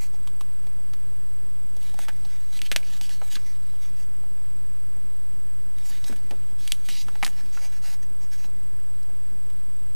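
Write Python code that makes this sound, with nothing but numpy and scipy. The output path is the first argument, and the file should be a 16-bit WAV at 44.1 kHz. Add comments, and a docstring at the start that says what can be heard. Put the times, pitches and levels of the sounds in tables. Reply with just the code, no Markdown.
"""A glossy booklet is leafed through by hand, close to a camera's two microphones in a quiet room.
Snaps and slaps are cracks followed by bending waves; swishes and rubs are stick-slip noise coloured
by the sheet's resonances; bumps are dull bursts of low noise. Sparse reflections add the room.
Behind lie a low room rumble, mains hum, thin whines and the faint pulsing hiss of the camera."""
import sys
import numpy as np
from scipy import signal
from scipy.fft import rfft, irfft
from scipy.io import wavfile
from scipy.ndimage import uniform_filter1d

SR = 44100
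rng = np.random.default_rng(int(sys.argv[2]) if len(sys.argv) > 2 else 0)


def master_out(mix):
    """Clip the mix to full scale and print it as 16-bit PCM to the path in sys.argv[1]."""
    frames = np.transpose(np.atleast_2d(mix))
    ceiling = np.clip(frames, -1, 1)
    pcm = np.round(ceiling * 32767).astype(np.int16)
    wavfile.write(sys.argv[1], SR, pcm)


N = 438794  # length [samples]


def gain_of(db):
    """Decibels to amplitude."""
    return 10 ** (np.asarray(db) / 20)


def evened(x):
    """Scales to rms 1."""
    return x / np.sqrt(np.mean(x ** 2) + 1e-20)


def read(points, hz):
    """Reads a curve on a log-frequency axis."""
    point_hz, value = np.transpose(points)
    return np.interp(np.log(hz + 1), np.log(point_hz + 1), value)


def add(mix, s, sound):
    """Mixes a sound in at time s."""
    part = mix[max(round(s * SR), 0):][:len(sound)]
    part += sound[:len(part)]


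def drift(rate_hz):
    """Random wander of rms 1, made of noise below about rate_hz."""
    hz = np.fft.rfftfreq(N, 1 / SR)
    return evened(irfft(rfft(rng.standard_normal(N)) / (1 + (hz / rate_hz) ** 4), N))


def stereo_noise(spectrum, side_db):
    """Coloured noise of rms 1 at two microphones set close together."""
    hz = np.fft.rfftfreq(N, 1 / SR)
    mid, side = rfft(rng.standard_normal((2, N))) * gain_of(read(spectrum, hz))
    side = side * gain_of(read(side_db, hz))
    return evened(irfft(np.array([mid + side, mid - side]), N))


# low rumble of the room: (frequency [Hz], relative level [dB])
RUMBLE_SPECTRUM = [(10, -3), (20, 1), (48, -1), (65, -6.5), (100, -8.5), (180, -14), (300, -16.5),
                   (400, -20.5), (500, -27), (570, -45.5), (900, -61)]
# how far the rumble differs between the microphones: (frequency [Hz], side minus mid [dB])
RUMBLE_SIDE = [(20, -13), (45, -19), (90, -3.5), (150, -16), (500, -23)]


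def room_rumble(level_db=-52.5, flutter_db=1.1):
    """Steady low noise of the place, its level fluttering slightly and quickly."""
    return gain_of(level_db + flutter_db * drift(14)) * stereo_noise(RUMBLE_SPECTRUM, RUMBLE_SIDE)


# hiss of the microphones: (frequency [Hz], relative level [dB])
HISS_SPECTRUM = [(300, -11), (560, -18), (680, -3), (870, 1.5), (1800, -2), (3500, -6.5), (7000, -11),
                 (9800, -4.5), (10500, -11.5), (13000, -11.5), (15000, -11.5)]
# how far the hiss differs between the microphones: (frequency [Hz], side minus mid [dB])
HISS_SIDE_LEVELS = [(600, -15), (1000, -16), (3000, -11), (6500, -6.5), (8500, -36.5), (11000, -8)]


def microphone_hiss(level_db=-62.0):
    """Steady coloured noise of the microphones."""
    return gain_of(level_db) * stereo_noise(HISS_SPECTRUM, HISS_SIDE_LEVELS)


# mains hum and thin electronic whines: (frequency [Hz], rms level [dB], rms wander [Hz])
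HUM_AND_WHINES = [(120.7, -60.5, 1.07), (7370, -83, 4.2), (7830, -78.5, 4.1), (10000, -93, 4.4),
                  (14985, -82.5, 45)]


def hum_and_whines():
    """Sines whose pitch wanders at random, alike at both microphones."""
    out = np.zeros(N)
    for hz, db, wander_hz in HUM_AND_WHINES:
        phase = 2 * np.pi * np.cumsum(hz + wander_hz * drift(11)) / SR
        out += gain_of(db) * np.sqrt(2) * np.sin(phase)
    return out


# hiss band of the camera's electronics: (frequency [Hz], relative level [dB])
BUZZ_SPECTRUM = [(6800, -44), (7550, -18), (7780, 4), (8200, 2.5), (8900, 0.5), (9300, -40), (11500, -10),
                 (14000, -37)]
# how far this band differs between the microphones: (frequency [Hz], side minus mid [dB])
BUZZ_SIDE_LEVELS = [(7000, -44), (14000, -31)]


def electronics(level_db=-63.5, frame_db=3.5, third_db=2.3, ripple_db=3.0):
    """A band of hiss that pulses with the camera's thirty frames a second."""
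    turn = 2 * np.pi * 30 * np.arange(N) / SR
    # pulses at 30, 90 and 120 Hz
    pulsing_db = frame_db * np.cos(turn) + third_db * np.cos(3 * turn) + ripple_db * np.sin(4 * turn)
    return gain_of(level_db) * evened(stereo_noise(BUZZ_SPECTRUM, BUZZ_SIDE_LEVELS) * gain_of(pulsing_db))


# how long the room rings: (frequency [Hz], time to fall by 60 dB [s])
ROOM_DECAY = [(200, 0.67), (1000, 0.17), (4000, 0.073), (14000, 0.25)]


def room(x, wet_db=-19, width=0.028, size=16384):
    """A small furnished room: sparse random reflections, dying at a different pace in each band."""
    signs = rng.choice([-1., 1.], (2, size))
    present = rng.random((2, size)) < 3000 / SR  # reflections per second
    taps = signs * present * (np.arange(size) > .005 * SR)  # none in the first 5 ms
    hz, t, z = signal.stft(taps, SR, nperseg=256)
    decay_db = -60 * t / read(ROOM_DECAY, hz)[:, None]
    tails = signal.istft(z * gain_of(decay_db), SR, nperseg=256)[1]
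    mid, side = signal.fftconvolve(x[None], tails / np.linalg.norm(tails[0]), axes=1)[:, :N]
    return x + gain_of(wet_db) * np.array([mid + width * side, mid - width * side])


# soft dull bumps of low noise:
# (time [s], level before the fade [dB], centre [Hz], fade length [s])
SOFT_BUMPS = [(0.14, -58, 540, 0.013), (0.79, -58, 487, 0.012), (1.12, -57.5, 520, 0.012),
              (3.737, -56, 600, 0.012), (4.235, -56, 580, 0.012), (4.964, -57, 493, 0.014),
              (6.095, -48.5, 205, 0.067), (6.31, -45.5, 435, 0.034), (8.484, -60, 520, .015),
              (9.083, -61, 505, 0.036)]
# a snap jolts the stack, the more so the stronger its body
JOLT_HZ, JOLT_S, JOLT_DB = 225, 0.011, -29.5
JOLT_GROWTH = 0.45  # dB of jolt per dB of snap body


def bumps(rise_s=0.00084, octaves=1.27, size=8192):
    """Dull bumps sound and snaps jolt the stack: each a quickly damped burst of band-limited noise."""
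    out, t = np.zeros(N), np.arange(size) / SR
    jolts = [(s, JOLT_DB + JOLT_GROWTH * (db + body_db), JOLT_HZ, JOLT_S)
             for s, db, _, _, _, body_db, _, _ in PAGE_SNAPS]
    half_band = 2 ** (octaves / 2)
    for s, db, hz, length in SOFT_BUMPS + jolts:
        band = signal.butter(2, [hz / half_band, hz * half_band], "bandpass", fs=SR, output="sos")
        shudder = evened(signal.sosfilt(band, rng.standard_normal(size)))
        envelope = (1 - np.exp(-t / rise_s)) * np.exp(-(t / length) ** 2)
        add(out, s, gain_of(db) * shudder * envelope)
    return out


def paper(hz, ring_hz, ring_q, body_hz, body_q, body_db, edge_db, lowest_hz,
          skirt=0.56, edge_hz=8500, edge_q=1.86, top_hz=13500):
    """Gain of a sheet: the ring of its bent part, the lower body of the whole page, the fizz of its edge."""
    hz = hz + 1  # keeps clear of zero
    up, low = hz / ring_hz, hz / body_hz
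    ring = 1 / (1 + (ring_q * (up - 1 / up)) ** 2) / (1 + (skirt / up) ** 4)
    body = gain_of(body_db) ** 2 / ((1 - low ** 2) ** 2 + (low / body_q) ** 2)
    body = body / (1 + (lowest_hz / hz) ** 6)
    edge = gain_of(edge_db) ** 2 / (1 + (edge_q * (hz / edge_hz - edge_hz / hz)) ** 2)
    power = (ring + body + edge) / (1 + (hz / top_hz) ** 6)
    return np.sqrt(power / power.mean(0))


RISE_S, RISE_SHARE, RELEASE_S = 0.013, 0.099, 0.011  # a long stroke gathers speed more slowly


def stroke(t, start, length, db, swell_db):
    """Amplitude of one sliding movement: a rise, a hold that swells or fades, a release."""
    rise = np.clip((t - start) / (RISE_S + RISE_SHARE * length), 0, 1)
    along = np.clip((t - start) / length, 0, 1)
    release = np.exp(-np.maximum(t - start - length, 0) / RELEASE_S)
    return rise * gain_of(db + swell_db * (along - .5)) * release


# one sheet swishing over another: (start [s], length [s], level [dB],
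# swell from start to end [dB], ring [Hz], body [dB], crisp edge [dB])
SHEET_SWISHES = [(0, 0.071, -51, -14, 5870, -2.5, 2), (1.8, 0.098, -55.5, 2, 3440, -7, -4),
                 (1.974, 0.078, -50.5, 1, 3200, -1, 1), (2.512, 0.064, -50, 7, 3620, -8, -6),
                 (2.626, 0.04, -48.5, 6, 3100, -12, -10), (2.764, 0.023, -50, -3, 3500, -7, -1),
                 (2.832, 0.055, -52.5, 0, 4370, -9, -22), (2.885, 0.09, -51.5, -2, 3700, -7, -5),
                 (3.007, 0.065, -46, -3, 4000, -14.5, -6), (3.084, 0.073, -50, -2, 4240, -9, -8),
                 (3.214, 0.071, -53, 6, 3500, -1, 4), (3.295, 0.058, -44.5, 3, 3870, -12, -5),
                 (5.83, 0.069, -51.5, 9, 5470, -5, 6), (5.897, 0.079, -49, -5, 3500, -5.5, -8),
                 (6.048, 0.037, -47.5, 13.5, 4240, -5.5, -1), (6.09, 0.038, -51, -2, 3800, 3, -6),
                 (6.576, 0.17, -52, 2, 3420, -11, -4), (6.838, 0.058, -51, 8, 3400, -7, 1),
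                 (6.878, 0.097, -43.5, -1, 3450, -15, -9), (6.971, 0.047, -43.5, 4.5, 3960, -19, -13),
                 (7.228, 0.069, -44, -8, 3200, -5, 5)]
# fingertips sliding on the gloss as the grip settles: (start [s], length [s], level [dB])
FINGER_RUBS = [(0.125, 0.035, -59.5), (2.28, 0.084, -59.5), (3.378, 0.058, -62), (3.441, 0.083, -57),
               (3.803, 0.08, -55.5), (3.955, 0.074, -58), (7.356, 0.054, -56), (7.515, 0.078, -53),
               (7.59, 0.08, -50.5), (7.714, 0.071, -55.5), (7.815, 0.13, -48), (8.015, 0.02, -55.5),
               (8.2, 0.056, -59.5), (8.308, 0.051, -51), (8.369, 0.089, -54)]
# sheet under the fingertips: (ring [Hz], body at the usual level [dB], crisp edge [dB])
FINGER_COLOUR = (5700, -4, -30)
RUB_SWELL_DB, RUB_USUAL_DB = -3, -55
RUB_THINNING = 0.29  # each dB above the usual level takes this many dB from the body
# the booklet shifting in the hands: (start [s], length [s], level [dB])
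HAND_SHIFTS = [(1.659, 1.91, -62.5), (3.57, 0.42, -66.5), (5.742, 0.45, -61), (6.191, 0.333, -67),
               (6.559, 1.2, -61)]
# faint rustle of that shifting: (ring [Hz], body [dB], crisp edge [dB])
RUSTLE_COLOUR = (3900, -3, -3)


def friction(t):
    """Summed amplitude of all strokes, and the sheet's ring, body and edge averaged by their power."""
    ring_hz, usual_body_db, edge_db = FINGER_COLOUR
    rubs = []
    for s, length, db in FINGER_RUBS:
        body_db = usual_body_db - RUB_THINNING * (db - RUB_USUAL_DB)
        rubs.append((s, length, db, RUB_SWELL_DB, ring_hz, body_db, edge_db))
    shifting = [(s, length, db, 0, *RUSTLE_COLOUR) for s, length, db in HAND_SHIFTS]
    strokes = np.array(SHEET_SWISHES + rubs + shifting)
    power = np.array([stroke(t, *row[:4]) ** 2 for row in strokes]) + 1e-20
    return np.sqrt(power.sum(0)), strokes[:, 4:].T @ power / power.sum(0)


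# colour of friction on the glossy coating: (frequency [Hz], level [dB])
GLOSS_COLOUR = [(700, 4.5), (1300, -5.5), (2000, 1.5), (2600, 3), (3700, 2.5), (5000, 2), (7000, 2),
                (9500, 0), (13000, 1.5)]


def sliding(slips_per_s=1200, slip_spread_db=2.9, smooth_share=0.72, judder_db=1.56, patchy_db=3.0,
            ring_q=1.55, body_hz=1900, body_q=1.66):
    """Tiny stick-slips over smooth friction drive the sheet, whose resonances shift as it bends."""
    sizes = gain_of(slip_spread_db * np.minimum(rng.exponential(1, N), 5)) * rng.choice([-1, 1], N)
    slips = evened(sizes * (rng.random(N) < slips_per_s / SR))
    drive = np.sqrt(1 - smooth_share) * slips + np.sqrt(smooth_share) * rng.standard_normal(N)
    hz, at, z = signal.stft(drive, SR, nperseg=512, noverlap=384)
    level, (ring_hz, body_db, edge_db) = friction(at)
    sheet = paper(hz[:, None], ring_hz, ring_q, body_hz, body_q, body_db, edge_db, lowest_hz=547)
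    # small resonances come and go with the changing bend
    patches = uniform_filter1d(rng.standard_normal(z.shape), size=4, axis=0)
    patches = evened(uniform_filter1d(patches, size=30, axis=1))
    z = z * sheet * gain_of(read(GLOSS_COLOUR, hz)[:, None] + patchy_db * patches)
    rub = evened(signal.istft(z, SR, nperseg=512, noverlap=384)[1][:N])
    return rub * np.interp(np.arange(N) / SR, at, level) * gain_of(judder_db * drift(35))


TICKS_PER_S, TICK_DB, TICK_SPREAD_DB = 3, -58, 3
# sheet in a tick: (ring [Hz], ring Q, body [Hz], body [dB], crisp edge [dB], crumple [dB])
TICK_SHEET = (3300, 0.5, 950, -6, -14, 9)


def stray_ticks():
    """Faint ticks at chance moments while the booklet shifts in the hands, as rows like PAGE_SNAPS."""
    ticks = []
    for start, length, _ in HAND_SHIFTS:
        times = start + np.cumsum(rng.exponential(1 / TICKS_PER_S, 40))
        levels = TICK_DB + TICK_SPREAD_DB * rng.uniform(-1, 1, 40)
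        ticks += [(s, db, *TICK_SHEET) for s, db in zip(times, levels) if s < start + length]
    return ticks


# snaps, flicks and slaps of a sheet: (time [s], level over 10 ms [dB], ring [Hz], ring Q,
# body [Hz], body [dB], crisp edge [dB], crumple relative to the crack [dB])
PAGE_SNAPS = [(0.274, -47, 3270, 3.4, 1060, -7, -9.5, 0), (0.4097, -44, 3180, 2.8, 1010, -4, -6.5, 2),
              (0.6692, -55.5, 2520, 0.8, 850, -5, -26, 4), (0.9356, -49.5, 3050, 0.76, 1070, -6, -22, 1),
              (1.7664, -53, 4520, 1.1, 566, -2, -12, 3), (1.9422, -50.5, 3400, 1.5, 805, 2, -2, -2),
              (1.9906, -40, 1200, 0.79, 780, 2, -1.5, -8), (2.016, -49, 2700, 0.7, 880, -19, -6, 3),
              (2.0835, -38.5, 1650, 1.2, 734, -4, -25, 10), (2.09, -43, 1680, 6, 910, -20, -29, 5),
              (2.249, -51, 4360, 4.7, 890, -11, -26, 11), (2.5914, -45, 2640, 6.2, 660, -29, -15, -8),
              (2.6177, -34.5, 2850, 1.9, 740, -27, -12, -8), (2.7162, -27, 2370, 1.4, 650, -13, -29, -1.5),
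              (2.724, -36.5, 2300, 1.5, 800, -28, -13, 6), (2.762, -22, 2520, 1.1, 636, -12.5, -32, -6.5),
              (2.8288, -50, 2340, 3.7, 660, -15, -30, 12), (3.0122, -39.5, 3400, 0.97, 835, -14, -25, -3),
              (3.0938, -46.5, 3000, 5.6, 740, -15, -11, -11), (3.216, -43, 1350, 4.4, 790, -1, -29, 3),
              (3.355, -34.5, 3920, 3.6, 1700, -13.5, -31, 4), (3.3656, -44, 2620, 3, 1680, -4, -32, 4),
              (5.7851, -53.5, 2440, 2.5, 950, -23, -5, -3), (6.042, -43, 3820, 1.9, 870, -12, -29, 1),
              (6.0961, -49, 1750, 0.7, 450, 13, -12, 4), (6.126, -47.5, 1390, 1.2, 700, -4, -10, 1),
              (6.1615, -52, 2940, 3.1, 1240, -13, -5, 2), (6.3092, -42.5, 2550, 1.3, 500, 2.5, -28, 3),
              (6.677, -37, 2980, 3.1, 830, -25, -7, -3), (6.7207, -24, 3250, 3, 634, -30, -7.5, -10),
              (6.888, -36.5, 2380, 1.7, 680, -19, -14, 1), (7.084, -44, 1350, 1.8, 640, -9, -21, 4),
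              (7.155, -48, 1930, 1.2, 820, -5, -27, 3), (7.228, -26, 2200, 4.1, 955, -4, -27, -0.5),
              (7.2333, -30, 1950, 5.8, 1140, -15, -27, -1), (7.248, -29.5, 4100, 1.8, 1440, -23, -30, -3),
              (7.2649, -33.5, 1940, 1.7, 860, -16, -9, -5), (7.2783, -41.5, 1690, 1.3, 700, -12, -7, -17),
              (7.572, -44, 1220, 2.4, 1240, -5, -33, 9), (8.443, -54, 2140, 1.7, 870, -3, -28, 3),
              (9.028, -60.5, 4960, 3, 1700, -14, -11, 8), (9.501, -59, 3390, 1.3, 970, -5, -14, 10)]


def snaps(crumple_s=0.0044, flutter_s=0.017, flutter_db=-18, spread_s=0.00088, bend_s=.00017,
          fizz_hz=9000, size=4096):
    """Each snap is one sharp crack, then a few milliseconds of bending waves crossing the sheet."""
    out, t = np.zeros(N), np.arange(size) / SR
    signed_hz = np.fft.fftfreq(size, 1 / SR)
    hz = abs(signed_hz)
    dying = np.exp(-t / crumple_s) + gain_of(flutter_db) * np.exp(-t / flutter_s)
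    dying = dying * (1 - np.exp(-(t / spread_s) ** 2))
    # the top treble sits less in the crack than in the fizz that follows it
    fizz = np.sqrt(np.hypot(1, (hz / fizz_hz) ** 2))
    for s, db, ring_hz, ring_q, body_hz, body_db, edge_db, crumple_db in PAGE_SNAPS + stray_ticks():
        gain = paper(hz, ring_hz, ring_q, body_hz, 2.8, body_db, edge_db, lowest_hz=.75 * body_hz)
        # causal colour: nothing sounds before the crack
        colour = np.exp(np.conj(signal.hilbert(np.log(gain + 1e-3))))
        # low bending waves travel slower than high ones, which smears the crack into a tiny chirp
        chirp = np.exp(-2j * np.pi * 2 * bend_s * np.sign(signed_hz) * np.sqrt(hz * ring_hz))
        crack = np.fft.ifft(colour * chirp / fizz).real
        noise = rng.standard_normal(size)
        waves = np.fft.ifft(colour * fizz * np.fft.fft(dying * noise)).real
        snap = evened(crack) + gain_of(crumple_db) * evened(waves)
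        # the energy counts as if spread over 10 ms
        add(out, s, gain_of(db) * snap / np.linalg.norm(snap) * np.sqrt(SR / 100))
    return out


def scene():
    """The booklet in the room, close by, over the steady background."""
    background = room_rumble() + microphone_hiss() + hum_and_whines() + electronics()
    booklet = bumps() + sliding() + snaps()
    return background + room(booklet)


def record(dry, edge_hz=15400, offset=.107):
    """The camera's band limit; its two channels rest on opposite steady offsets."""
    lowpass = signal.firwin(401, edge_hz, window=("kaiser", 9), fs=SR)
    limited = signal.oaconvolve(dry, lowpass[None], "same")
    return limited + offset * np.array([[1], [-1]])


dry = scene()
out = record(dry)
master_out(out)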